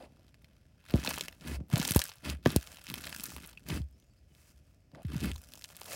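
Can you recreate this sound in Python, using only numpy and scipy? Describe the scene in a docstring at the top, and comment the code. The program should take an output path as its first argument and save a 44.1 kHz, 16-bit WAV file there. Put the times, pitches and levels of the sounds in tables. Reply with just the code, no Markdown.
"""A bead-filled slime is kneaded by hand on a table top, close to a phone microphone.
Its air pockets pop as coloured noise bursts; tearing films and tiny bubbles crackle as spiky filtered noise.
Slides hiss as denser noise, and small ringing bubbles and leaking air are short sines.
Slaps thud as tones gliding down, since the table's bending waves arrive treble first; presses and slides
drive its resonances with noise. A short room answer follows the slime, over a quiet, steady room hum."""
import sys
import numpy as np
from scipy import signal
from scipy.fft import rfft, irfft, next_fast_len
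from scipy.io import wavfile

SR = 44100
rng = np.random.default_rng(int(sys.argv[2]) if len(sys.argv) > 2 else 0)


def unload_wav(signal):
    """Save mono or channel-first audio to the path in sys.argv[1] as 16-bit WAV at rate SR, clipped to [-1, 1]."""
    wavfile.write(
        sys.argv[1],
        SR,
        np.round(np.clip(np.atleast_2d(signal).T, -1, 1) * 32767).astype(np.int16),
    )


N = 262395  # length [samples]


def amp(db):
    """A level in dB as a linear gain."""
    return 10 ** (np.asarray(db) / 20)


def unit(x):
    """The signal scaled to rms 1."""
    return x / np.sqrt(np.mean(x ** 2) + 1e-20)


def along(points, hz):
    """A curve through (frequency, value) points, straight on a log frequency axis."""
    f, v = np.transpose(points)
    return np.interp(np.log(hz + 1), np.log(f + 1), v)


def filtered(x, response):
    """The signal shaped by a complex response of frequency."""
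    size = next_fast_len(N + SR // 2)  # room for ringing past the end
    spectrum = rfft(x, size) * response(np.fft.rfftfreq(size, 1 / SR))
    return irfft(spectrum, size)[..., :N]


def modes(rows):
    """The causal response of a few resonances, added with alternating sign."""
    def response(f):
        total = 0
        for k, (centre, width, db) in enumerate(rows):
            damping = 1j * f * width
            total = total + (-1) ** k * amp(db) * damping / (centre * centre - f * f + damping)
        return total
    return response


def spiky(count, spread_db, life):
    """Noise of rms 1 made of overlapping bursts of scattered size, each decaying by 1/e in life [s]."""
    sizes = np.clip(rng.standard_normal(count), -3, 2)
    starts = np.bincount(rng.integers(N, size=count), amp(spread_db * sizes), N)
    envelope = signal.lfilter([1], [1, -np.exp(-1 / (life * SR))], starts)
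    return unit(envelope * rng.standard_normal(N))


# Colour of the room hum: (frequency [Hz], relative level per Hz [dB])
HUM_COLOUR = [(15, -43.5), (25, -5.5), (53, 8.5), (82, 5.5), (270, -17.5), (405, -23), (641, -20.5),
              (863, -35), (1190, -36), (2480, -31.5), (3920, -41), (5140, -32.5), (6560, -39.5),
              (14800, -47.5), (16000, -44)]
HUM_DB = -59.5  # rms level


def hum():
    """The steady background of the room: noise of a fixed colour."""
    noise = filtered(rng.standard_normal(N), lambda hz: amp(along(HUM_COLOUR, hz)))
    return amp(HUM_DB) * unit(noise)


# Decay of the room: (frequency [Hz], time to fall 60 dB [s])
ROOM_DECAY = [(200, 0.055), (2000, 0.04), (12000, 0.031)]


def room(x):
    """A short answer from nearby surfaces: a noise tail in which each frequency dies at its own speed."""
    hz, t, z = signal.stft(rng.standard_normal(SR // 4), SR, nperseg=128)
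    decay = amp(-60 * t / along(ROOM_DECAY, hz)[:, None])
    tail = signal.istft(z * decay, SR, nperseg=128)[1]
    late = np.pad(x, (60, 0))  # delay [samples]
    return signal.fftconvolve(late, tail / np.linalg.norm(tail))[:N]


# Strength of the kneading: (time [s], crackle level [dB], its treble against it [dB],
# push on the table [dB], rubbing against the push [dB])
KNEADING = [(0, -90, -23, -60, -8), (.12, -75, -13, -65, -8), (.35, -79, -14, -70.5, -11.5),
            (.77, -78.5, -20.5, -74, -12), (.86, -65, -27, -74, -9), (.95, -48.5, -21, -36.5, -7),
            (1.03, -47, -13, -47.5, -24), (1.08, -43.5, -7.5, -46.5, 1.5), (1.14, -48.5, -5.5, -48, -16),
            (1.24, -52, -3, -54.5, -12), (1.3, -61.5, -6, -59.5, -8), (1.38, -71.5, -4.5, -70, -3),
            (1.48, -52, -9.5, -58, -19), (1.6, -94, -6, -50, -16), (1.68, -85.5, -6, -65, -18),
            (1.72, -48, -7.5, -47.5, -5), (1.77, -40.5, -19, -34.5, -7.5), (1.84, -45.5, 1, -49, -11),
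            (1.9, -44.5, 3.5, -47, -11), (2.0, -48, 2.5, -53.5, -3), (2.1, -60, -4.5, -74.5, 0),
            (2.21, -70, -9, -83, 2), (2.284, -47, -13.5, -41, -8), (2.42, -82, -12.5, -59.5, -27),
            (2.476, -40.5, -17, -39, -24), (2.55, -45.5, -10, -45, -14), (2.63, -58, 0, -64.5, -4),
            (2.84, -62.5, -6, -68.5, -7), (2.92, -53.5, -7.5, -51, -22), (3.08, -51.5, -4.5, -51.5, -8),
            (3.23, -53.5, 0, -55, -21), (3.35, -57, 1.5, -50, -21), (3.49, -60.5, -13, -61.5, -10.5),
            (3.62, -80, -2, -65, -19), (3.75, -60.5, -5.5, -52, -13), (3.85, -83, -3, -69, -18),
            (4.2, -83, -5, -75, -12), (4.7, -78, -0.5, -70, -14), (4.88, -94, -8, -74, -16),
            (5.04, -68.5, -21.5, -71, -11), (5.17, -54, -15, -50, -16), (5.25, -47.5, -11, -52, -23),
            (5.34, -69.5, 2, -64.5, -8), (5.6, -67.5, 4.5, -69, -6), (5.82, -63, -3, -68, 0.5),
            (5.95, -59, 7, -59, 2)]
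CRACKLE, TREBLE, PUSH, RUB = 1, 2, 3, 4  # columns


def kneading(column):
    """How hard the hands work: one column of the kneading as a gain for every sample."""
    rows = np.array(KNEADING)
    return amp(np.interp(np.arange(N) / SR, rows[:, 0], rows[:, column]))


# Drags of the slime and slides of a hand: (start [s], full [s], stop [s], fade [s], hiss level [dB],
# treble hiss level [dB], rumble level [dB], knocking level [dB], rubbing level [dB])
SLIDE_MOVES = [(-.05, 0, 0.047, 0.052, -63.5, -71.5, -69, -53, -51.5),
               (1.402, 1.5, 1.56, 0.028, -50, -54.5, -35.5, -41.5, -55),
               (2.225, 2.253, 2.325, 0.036, -47, -56, -36.5, -43, -55),
               (2.67, 2.7, 2.74, .04, -61.5, -61.5, -75, -74, -61),
               (3.653, 3.698, 3.772, 0.056, -48, -50.5, -29.5, -40.5, -57.5),
               (4.272, 4.391, 4.51, 0.071, -73, -69, -66, -77, -86),
               (4.924, 4.945, 5.02, 0.023, -73, -126, -68, -56, -57),
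               (5.077, 5.155, 5.14, 0.031, -53, -67.5, -35, -40.5, -76),
               (5.19, 5.231, 5.31, 0.02, -51, -57.5, -30.5, -37, -57),
               (5.843, 5.915, 5.95, .03, -50, -46, -67, -59, -51.5)]
HISS, TREBLE_HISS, KNOCKING, RUBBING = 4, 5, 7, 8  # columns
TOUCH_S = 0.012  # contact is made within this time
START_UNDER_DB, FADE_DB = 15.5, 28.5  # swell from this far below full; loss over one fade time


def sliding(column):
    """Each slide touches, swells, holds and fades: one level column as a gain."""
    t, gain = np.arange(N) / SR, np.zeros(N)
    for row in SLIDE_MOVES:
        start, full, stop, fade = row[:4]
        swell_db = START_UNDER_DB * np.minimum(t - full, 0) / max(full - start, 0.005)
        fade_db = FADE_DB * np.maximum(t - stop, 0) / fade
        touch = np.clip((t - start) / TOUCH_S, 0, 1)
        gain += touch * amp(row[column] + swell_db - fade_db)
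    return gain


RUMBLE_UNDER_DB, RUMBLE_T60 = 23.5, 0.32  # start below full [dB]; time to fall 60 dB after the stop [s]


def rumbling():
    """The table's lowest mode builds up until a slide stops, then rings out: its level as a gain."""
    t, gain = np.arange(N) / SR, np.zeros(N)
    for start, full, stop, fade, hiss_db, treble_db, db, *_ in SLIDE_MOVES:
        build_db = RUMBLE_UNDER_DB * np.minimum(t - stop, 0) / (stop - start)
        ring_db = 60 * np.maximum(t - stop, 0) / RUMBLE_T60
        gain += amp(db + build_db - ring_db) * (t > start)
    return gain


# Table modes, lowest first: (centre [Hz], width [Hz], relative level [dB])
# The lowest and the top one are levelled alone, so only the middle two balance by the last column.
TABLE_MODES = [(67.5, 19, 0), (147.9, 44, 0.5), (283, 150, -3.5), (607, 310, 0)]
RUMBLE_DB = -2.5  # lowest mode against the knocking, while kneading


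def table():
    """Drags and presses jolt the table: its lowest mode rumbles, the next knock, the top answers rubbing."""
    lowest, middle, top = modes(TABLE_MODES[:1]), modes(TABLE_MODES[1:3]), modes(TABLE_MODES[3:])
    rumble = filtered(spiky(count=1500, spread_db=0.5, life=0.0079), lambda hz: lowest(hz) ** 2)
    knock = filtered(spiky(count=2000, spread_db=1.5, life=0.00098),
                     lambda hz: middle(hz) / (1 + 1j * hz / 400) ** 2)  # softened above 400 Hz
    rub = filtered(spiky(count=12000, spread_db=1.5, life=0.0017), lambda hz: top(hz) ** 2)
    push = kneading(PUSH)
    # pushes and slides add their power
    rumble_gain = np.hypot(amp(RUMBLE_DB) * push, rumbling())
    knock_gain = np.hypot(push, sliding(KNOCKING))
    rub_gain = np.hypot(kneading(RUB) * push, sliding(RUBBING))
    return rumble_gain * unit(rumble) + knock_gain * unit(knock) + rub_gain * unit(rub)


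# Slaps on the table: (time [s], level before the rise [dB], first pitch [Hz], last pitch [Hz],
# glide time constant [s], time to fall 60 dB [s])
SLAPS = [(0.94, -11, 412, 66, 0.0037, 0.13), (0.9546, -21.5, 370, 67.4, 0.014, 0.042),
         (1.08, -22.5, 310, 100, 0.0073, 0.031), (1.608, -29, 338, 70, 0.005, 0.1),
         (1.735, -6, 154, 89, 0.017, 0.047), (1.9075, -20, 317, 82, 0.0035, 0.055),
         (1.9605, -7, 528, 65, 0.0016, 0.07), (2.461, -7, 860, 100, 0.0017, 0.04),
         (2.4705, -12, 253, 80, 0.015, 0.029), (2.479, -21.5, 305, 80, 0.0087, 0.065),
         (2.5617, -10, 550, 64, .0022, .07), (2.899, -38.5, 242, 90, .015, 0.157),
         (3.701, -28, 300, 97, 0.009, .18), (3.802, -26, 235, 66.8, .0058, 0.2),
         (5.048, -26.5, 224, 71, 0.0084, 0.38), (5.155, -21.5, 214, 86, 0.014, 0.11),
         (5.238, -27.5, 272, 117.5, 0.017, 0.18)]
RISE_CYCLES = 0.45  # rise time constant, in cycles of the first pitch


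def thuds():
    """Bending waves in the table: high ones travel faster, so each slap is a sine gliding down."""
    out, t = np.zeros(N + SR), np.arange(SR // 4) / SR
    for s, db, first_hz, last_hz, glide, t60 in SLAPS:
        turns = last_hz * t + (first_hz - last_hz) * glide * (1 - np.exp(-t / glide))
        rise = 1 - np.exp(-t * first_hz / RISE_CYCLES)
        thud = amp(db - 60 * t / t60) * rise * np.sin(2 * np.pi * turns)
        out[round(s * SR):][:len(t)] -= thud
    return out[:N]


# Colour of tiny bubbles and treble hiss: (frequency [Hz], relative level per Hz [dB])
FIZZ_COLOUR = [(2500, -37), (5000, 2.5), (8000, 1.5), (12000, -2.5), (16000, -3), (18000, -2.5)]


def fizzy(x):
    """The bright colour shared by the fizzing bubbles and the treble of the slides."""
    return unit(filtered(x, lambda hz: amp(along(FIZZ_COLOUR, hz))))


# Colour of the sliding hiss: (frequency [Hz], relative level per Hz [dB])
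SCUFF_COLOUR = [(530, -57), (900, -2.5), (2600, 0), (3640, -6.5), (4970, -5.5), (6480, -36), (8000, -21),
                (10400, -10), (17600, -120)]


def slides():
    """Sliding contact is a dense, nearly smooth hiss that fades fast when the grip holds."""
    def grit():
        return spiky(count=20000, spread_db=2.5, life=0.00028)
    hiss = unit(filtered(grit(), lambda hz: amp(along(SCUFF_COLOUR, hz))))
    return sliding(HISS) * hiss + sliding(TREBLE_HISS) * fizzy(grit())


# Ringing bubbles and faint squeaks of air leaking from the resting slime: (time [s],
# level before the rise [dB], pitch [Hz], rise time constant [s], time to fall 60 dB [s])
SMALL_TONES = [(2.0175, -26, 4000, 0.0004, .012), (3.574, -36, 2550, 0.00059, 0.016),
               (3.925, -62, 5250, 0.022, 0.12), (3.955, -78, 6800, 0.023, .1),
               (3.986, -63, 6050, 0.018, .12), (4.01, -69, 6800, 0.022, 0.14),
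               (4.056, -66, 6900, 0.023, 0.1), (4.07, -72.5, 5000, 0.018, 0.095),
               (4.086, -73.5, 7150, 0.011, 0.056), (4.1, -68, 4600, .015, 0.14),
               (4.105, -72, 7800, 0.01, .07), (4.16, -69, 4550, 0.014, .12), (4.17, -63, 5050, .015, 0.087),
               (4.301, -64, 2950, 0.02, 0.14)]


def tones():
    """Ringing bubbles and leaking air: short sines whose pitch drifts a little."""
    out, t = np.zeros(N + SR), np.arange(SR // 8) / SR
    for s, db, hz, rise, t60 in SMALL_TONES:
        drift = np.cumsum(rng.standard_normal(len(t))) * 0.08  # wandering phase [rad]
        envelope = amp(db - 60 * t / t60) * (1 - np.exp(-t / rise))
        out[round(s * SR):][:len(t)] += envelope * np.sin(2 * np.pi * hz * t + drift)
    return out[:N]


# Colour of the tearing films: (frequency [Hz], relative level per Hz [dB])
FILM_COLOUR = [(500, -40.5), (900, -12), (1450, 1), (2000, -5), (2600, -2.5), (3500, -6), (5400, -10.5),
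               (7000, -16), (11000, -14.5), (17000, -25.5)]


def crackle():
    """Films tear and tiny bubbles fizz, as loud as the slime is worked."""
    shared = spiky(count=3000, spread_db=14.0, life=0.0014)  # one tear sounds in both ranges
    tears = shared + 0.8 * spiky(count=8000, spread_db=6.0, life=0.00076)
    bubbles = shared + 0.8 * spiky(count=8000, spread_db=9.0, life=0.0006)
    films = unit(filtered(tears, lambda hz: amp(along(FILM_COLOUR, hz))))
    return kneading(CRACKLE) * (films + kneading(TREBLE) * fizzy(bubbles))


SMALL_OVER_DB, SMALL_SPREAD_DB = 9, 1.5  # weakest peak over the crackle; scale of the random excess
SMALL_HZ, SMALL_HZ_SPREAD = 3230, 0.36  # median pocket [Hz]; log-normal scatter
SMALL_SNAP_DB, SMALL_PUFF_DB, COLOUR_SPREAD_DB = -10, -10.5, 8.5  # means against the pocket; scatter
SMALL_T60, SMALL_T60_SPREAD = 0.0035, 0.88  # median time to fall 60 dB [s]; log-normal scatter


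def small_pops(count):
    """Lesser pockets burst at random, as strong as the kneading of the moment: rows like the loud pops."""
    s = N / SR * rng.random(count)
    excess = np.minimum(rng.exponential(size=count), 2)
    z = rng.standard_normal((count, 4))
    crackle_db = np.interp(s, *np.transpose(KNEADING)[:2])
    db = crackle_db + SMALL_OVER_DB + SMALL_SPREAD_DB * excess
    hz = SMALL_HZ * np.exp(SMALL_HZ_SPREAD * z[:, 0])
    snap_db = SMALL_SNAP_DB + COLOUR_SPREAD_DB * z[:, 1]
    puff_db = SMALL_PUFF_DB + COLOUR_SPREAD_DB * z[:, 2]
    t60 = SMALL_T60 * np.exp(SMALL_T60_SPREAD * z[:, 3])
    return np.transpose([s + 0.001, db, hz, snap_db, puff_db, t60])


# Loud bursting pockets: (time [s], pocket peak level [dB], pocket pitch [Hz],
# film snap against the pocket [dB], puff against the pocket [dB], time to fall 60 dB [s])
LOUD_POPS = [(0.2814, -52, 2980, -12, -18, 0.0102), (0.3433, -46, 2300, -13, -12, 0.0052),
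             (0.349, -56, 4260, -4, -19, 0.0026), (0.423, -57, 3790, 8, -15, 0.0019),
             (0.445, -44.5, 2800, -7, -29, 0.0093), (0.4553, -61, 2540, -2, -13, 0.012),
             (0.5124, -59, 2670, -24, -14, 0.0026), (0.5336, -57, 3140, 0, -17, 0.0023),
             (0.5669, -56, 2820, -13, -7, 0.008), (0.841, -52, 2740, -9.5, -5, 0.0046),
             (0.8802, -47.5, 3140, -10, -25, 0.0041), (0.898, -34, 3030, -9, -22, 0.0024),
             (0.9101, -31.5, 3300, 0.5, -14, 0.0027), (0.9391, -28, 2500, -12.5, 1, 0.0033),
             (0.9586, -28, 3910, 0.5, -5, 0.0014), (0.9655, -32, 3770, -8.5, -10, 0.0046),
             (0.9709, -40, 3090, -9.5, -17, 0.0018), (0.9984, -32, 4050, -7.5, -21, 0.0041),
             (1.0377, -29.5, 3070, -13.5, -13, 0.0102), (1.0486, -21, 3680, -12.5, -9.5, 0.0101),
             (1.0654, -27.5, 3010, -7.5, -6, 0.012), (1.0746, -17, 2260, -19, -16, 0.009),
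             (1.0917, -27, 4170, 4.5, -12, 0.01), (1.111, -23.5, 2280, -23.5, -4, 0.0077),
             (1.1426, -33.5, 2530, -9, -16, 0.0036), (1.1465, -34, 2780, 6.5, -11, 0.0028),
             (1.1594, -36, 4120, 11.5, -18, 0.0043), (1.1677, -34, 2700, -15, -14, 0.012),
             (1.1784, -30.5, 2120, -4, 5, 0.002), (1.183, -30.5, 2640, 3.5, -22, 0.0093),
             (1.196, -29, 2560, -8, -13, 0.0035), (1.21, -15.5, 3180, -16, -13, 0.005),
             (1.226, -39, 2770, -12, -21, 0.0057), (1.2553, -40, 2750, -1, -9, 0.0058),
             (1.2834, -23, 2780, -4, -18, 0.0046), (1.3261, -41, 2260, -3.5, -8, 0.0079),
             (1.349, -47.5, 3730, 2, -17, 0.0016), (1.4104, -39.5, 3610, -11, -28, 0.0046),
             (1.6035, -53, 2190, -17, 3, 0.0014), (1.6078, -59, 1680, -23, 5.5, 0.0023),
             (1.6847, -58, 3610, 11, -1, 0.0049), (1.7013, -35, 3590, 3, -5.5, 0.0016),
             (1.7372, -29, 2610, -8.5, -4, 0.0029), (1.7457, -32.5, 2630, 5, -12, 0.0018),
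             (1.7584, -15.5, 3300, -19, -31, 0.0015), (1.7694, -27.5, 2600, -16.5, 1.5, 0.012),
             (1.7855, -28.5, 4030, -9.5, -16, 0.0045), (1.7997, -15, 4300, -16.5, -35, 0.0016),
             (1.806, -24.5, 2080, -8, -21, 0.0043), (1.8148, -25, 2760, -6, -8, 0.012),
             (1.821, -28.5, 2290, 2.5, 1, 0.0026), (1.829, -20, 3280, -7, -11, 0.0051),
             (1.8512, -14, 3300, -13.5, -22, 0.0032), (1.854, -21, 4460, -6.5, -12, 0.0084),
             (1.8776, -14, 5270, -5.5, -22, 0.0053), (1.8888, -18.5, 2800, -21.5, -15, 0.002),
             (1.8932, -23.5, 3760, -4, -23, 0.0088), (1.895, -31, 3830, 4, -22, 0.012),
             (1.909, -13.5, 3490, 7.5, -36, 0.0018), (1.9235, -30, 3670, -2.5, -25, 0.0045),
             (1.9375, -26, 3080, 2.5, -23, 0.0094), (1.9621, -17.5, 3600, 12, -1, 0.0058),
             (1.968, -21, 3360, 7, -13, 0.012), (1.9928, -9, 4130, -3.5, -17.5, 0.0032),
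             (1.9975, -25.5, 4350, -3, -4, 0.0044), (2.015, -40.5, 3730, 5.5, -21, 0.0024),
             (2.0175, -14.5, 3100, -21, -26, 0.0082), (2.04, -27.5, 5360, 13.5, -26, 0.0031),
             (2.0753, -35.5, 4220, 0, -29, 0.0044), (2.0812, -41.5, 4880, 11.5, -24, 0.0039),
             (2.0925, -30.5, 3490, -8, -9, 0.0057), (2.097, -33.5, 3440, -6, -10, 0.0086),
             (2.1051, -43, 4200, 3.5, -18, 0.0034), (2.1177, -34.5, 1900, -16, -10, 0.0037),
             (2.1382, -43, 3880, -3, -29, 0.0053), (2.1572, -52, 3290, 16, 2, 0.0017),
             (2.167, -48.5, 3360, -1.5, -14, 0.0048), (2.184, -42, 3870, -16, -21, 0.0012),
             (2.2482, -31.5, 3270, -4.5, -20, 0.0017), (2.252, -28.5, 2790, -19.5, -19, 0.0041),
             (2.261, -29.5, 3070, -14.5, -26, 0.0069), (2.2937, -26.5, 3760, -18.5, -20, 0.0058),
             (2.299, -20, 3740, -16, -24, 0.0036), (2.3026, -22, 4750, -16.5, -32, 0.002),
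             (2.4285, -50.5, 3250, -12.5, -23, 0.0049), (2.439, -44, 3460, -3.5, -20, 0.0053),
             (2.4542, -27, 3020, -6, -10, 0.0029), (2.4596, -20.5, 1780, -10.5, 5, 0.0094),
             (2.472, -28, 2660, -14, -1, 0.0082), (2.4926, -32, 3870, -3.5, -10, 0.0015),
             (2.504, -27, 3540, -22, -13, 0.0019), (2.519, -30, 3980, 7.5, -23, 0.0016),
             (2.5624, -12, 5600, 4.5, -20, 0.0019), (2.6114, -33.5, 4250, -4.5, -20, 0.0022),
             (2.6237, -35.5, 3230, -3.5, -21, 0.004), (2.6729, -30, 2620, -15.5, -20, 0.0024),
             (2.759, -39, 3900, 3, -21, 0.0028), (2.771, -32.5, 3000, -16, -12, 0.0044),
             (2.7847, -44, 2800, -1, -1, 0.012), (2.8146, -42, 2760, -15, -10, 0.0019),
             (2.8406, -43, 3610, 14.5, -18, 0.0017), (2.8587, -40, 3510, -5.5, -20, 0.0039),
             (2.8683, -30, 3160, -20, -14, 0.0029), (2.88, -37.5, 2970, -8, -7, 0.0078),
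             (2.8864, -31, 3830, -4, -29, 0.0017), (2.8945, -39, 2450, 7, -22, 0.0018),
             (2.9009, -22, 3100, -0.5, -33, 0.0031), (2.9065, -38.5, 2950, 7, -22, 0.0017),
             (2.917, -34.5, 3580, 6, -24, 0.0012), (2.941, -18, 2830, 0.5, -15.5, 0.0051),
             (2.9636, -37, 4330, -6, -39, 0.0054), (2.9804, -38, 3030, -3.5, -21, 0.012),
             (3.0101, -40, 3320, 3.5, -14, 0.012), (3.044, -28, 2260, -4, -22, 0.004),
             (3.055, -27, 3580, -3.5, -26, 0.0018), (3.0645, -41, 2820, 10, -12, 0.0069),
             (3.0704, -30.5, 1950, -10, -27, 0.0103), (3.0749, -28.5, 2360, -11, -30, 0.0049),
             (3.0943, -34.5, 3160, 6.5, -13, 0.0078), (3.1274, -25.5, 2600, -21, -13, 0.0033),
             (3.1326, -42, 3520, -15, -14, 0.0058), (3.1463, -40, 3230, 2, -17, 0.0107),
             (3.1625, -36, 2880, 14, -4, 0.0022), (3.1848, -40, 3040, 7.5, -21, 0.0098),
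             (3.199, -45.5, 4030, 1, -18, 0.0067), (3.2075, -25, 4600, -0.5, -22, 0.0019),
             (3.2297, -42, 3650, 6, -24, 0.0062), (3.2367, -27, 5060, 8.5, -14, 0.0018),
             (3.2396, -30, 4200, 11, -10, 0.0082), (3.2434, -44.5, 3310, 12.5, -13, 0.0024),
             (3.2655, -37, 4250, 12.5, -23, 0.0051), (3.3188, -43.5, 3620, 4.5, 3, 0.0099),
             (3.337, -39.5, 3620, 6, -18, 0.0017), (3.3646, -26.5, 2800, 1, -7, 0.0056),
             (3.3828, -38.5, 2520, 2, 2.5, 0.0042), (3.4263, -41, 4600, 1, -18, 0.0019),
             (3.4472, -40.5, 2150, -6, -22, 0.012), (3.4616, -41, 3090, 12.5, -18, 0.0042),
             (3.4745, -47, 3250, 18, -7, 0.0052), (3.496, -47, 4010, 9, -20, 0.0079),
             (3.505, -50, 2520, 6, -15, 0.0056), (3.5315, -44, 3470, -1, -10, 0.007),
             (3.5744, -44.5, 2580, -16, -19, 0.012), (3.5862, -59, 3320, -9, -13, 0.002),
             (3.6874, -27, 4270, -3, -28, 0.012), (3.7005, -29.5, 3180, -17, -2, 0.006),
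             (3.7036, -25.5, 2200, -12, -12, 0.0046), (3.818, -43.5, 3100, -8, -9, 0.0068),
             (3.9114, -59, 4010, 8.5, -12, 0.0026), (4.0003, -50, 4640, 1.5, -23.5, 0.0022),
             (4.0251, -55, 2890, -18.5, -12, 0.0091), (4.3502, -46, 3850, -6, -24, 0.0041),
             (4.917, -54, 2066, -8, -8, 0.007), (4.9488, -54, 2810, -16, 11, 0.012),
             (4.9555, -48.5, 1905, -17, -6, 0.0065), (5.0313, -57, 2420, 18, -6, 0.0025),
             (5.0508, -44, 2100, -5, -29, 0.0083), (5.0542, -49, 2300, -9, -12, 0.0027),
             (5.069, -50, 3200, 9, -14, 0.0036), (5.1185, -43, 2360, -12, 1, 0.0103),
             (5.1363, -48, 3020, 4, -20, 0.0037), (5.1445, -43, 2350, -1.5, 5, 0.0074),
             (5.1657, -30.5, 3900, -3, -27, 0.0032), (5.2051, -26, 3530, -9, -28, 0.0019),
             (5.2106, -28, 3660, -3.5, -23, 0.0019), (5.2345, -38.5, 2130, 6, -13, 0.0109),
             (5.2414, -30, 2830, -0.5, -24, 0.0071), (5.2565, -32, 3110, 2.5, -20, 0.012),
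             (5.3159, -27.5, 2680, -22, -23, 0.0041), (5.3565, -41.5, 4570, -7, -6, 0.0054),
             (5.3608, -29.5, 3450, -7, -12, 0.0053), (5.4178, -49, 4752, 12, -26, 0.0042),
             (5.4527, -57, 4580, -3.5, -14, 0.0018), (5.5208, -37.5, 3930, -7, -19, 0.0022),
             (5.537, -29, 4270, -1.5, -22, 0.0034), (5.561, -48, 3830, -9.5, -19, 0.0071),
             (5.5755, -36, 3600, -6, -10, 0.0022), (5.6139, -47, 3414, -6, -15, 0.0024),
             (5.6223, -32.5, 2880, -3, -23, 0.0022), (5.6419, -24.5, 4271, -14, -20, 0.0027),
             (5.646, -27.5, 3300, -13, -27, 0.0036), (5.6541, -48, 4500, 2, -21, 0.0084),
             (5.6855, -49, 3220, 7, -19, 0.0022), (5.6976, -56, 4240, 7, -7, 0.0024),
             (5.7025, -39.5, 2440, -10, -6.5, 0.0026), (5.7174, -49.5, 4410, -3, -15, 0.0023),
             (5.7492, -43, 2590, -8.5, -23, 0.0032), (5.755, -43, 4780, -18, -18, 0.0063),
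             (5.7671, -38, 4430, 14.5, -17, 0.0016), (5.7995, -43, 3730, 10.5, -18, 0.0022),
             (5.8122, -45, 3790, 19, -19, 0.002), (5.816, -27, 2901, -8, -6.5, 0.0016),
             (5.8263, -49, 3420, 7, -22, 0.0084), (5.844, -41, 3530, 11, -20, 0.0016),
             (5.8589, -36, 3070, 0.5, -12, 0.0069), (5.8626, -45.5, 4820, 15, -7, 0.0037),
             (5.8667, -42, 3100, 4.5, -5, 0.0046), (5.8811, -37, 3070, -4.5, -7, 0.0037),
             (5.9204, -33.5, 3410, -0.5, -16, 0.0027), (5.9326, -23, 4520, -3.5, -17, 0.0024)]


def pops():
    """Each burst of air is coloured by its pocket, the film snaps above it and a low puff escapes."""
    out, t = np.zeros(N + SR), np.arange(SR // 42) / SR
    f = np.fft.rfftfreq(len(t), 1 / SR)

    def resonate(x, hz, width):
        """The burst through a doubled resonance, scaled to peak 1."""
        y = irfft(rfft(x) * modes([(hz, width, 0)])(f) ** 2, len(t))
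        return y / np.abs(y).max()

    for s, db, hz, snap_db, puff_db, t60 in [*small_pops(count=250), *LOUD_POPS]:
        envelope = amp(-60 * t / t60) * (1 - np.exp(-t / 0.00044))
        burst = envelope * rng.standard_normal(len(t))
        burst[10] += 2.2 * rng.choice([-1, 1])  # the instant the film gives way
        pocket = resonate(burst, hz, 1.5 * hz)
        snap = resonate(burst, 10000, 12000)
        puff = resonate(burst, 900, 1300)
        start = round((s - 0.0003) * SR)  # the film gives way just after the start
        out[start:][:len(t)] += amp(db) * (pocket + amp(snap_db) * snap + amp(puff_db) * puff)
    return out[:N]


def scene():
    """Slime with its room answer, table and hum."""
    slime = pops() + tones() + crackle() + slides()
    return (slime + amp(-10.5) * room(slime) + thuds() + table() + hum())[None]


DULL_HZ, TOP_HZ = 15900, 17157  # 14 dB duller above the first, silent from the second


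def record(dry):
    """Deep bass is cut below 35 Hz, the top is 14 dB duller above 15.9 kHz and silent from 17.2 kHz."""
    def response(hz):
        bass = (1j * hz / 35 / (1 + 1j * hz / 35)) ** 4  # four low cuts at 35 Hz
        return bass * amp(-14 * (hz > DULL_HZ)) * (hz < TOP_HZ)
    return filtered(dry, response)


dry = scene()
out = record(dry)
unload_wav(out)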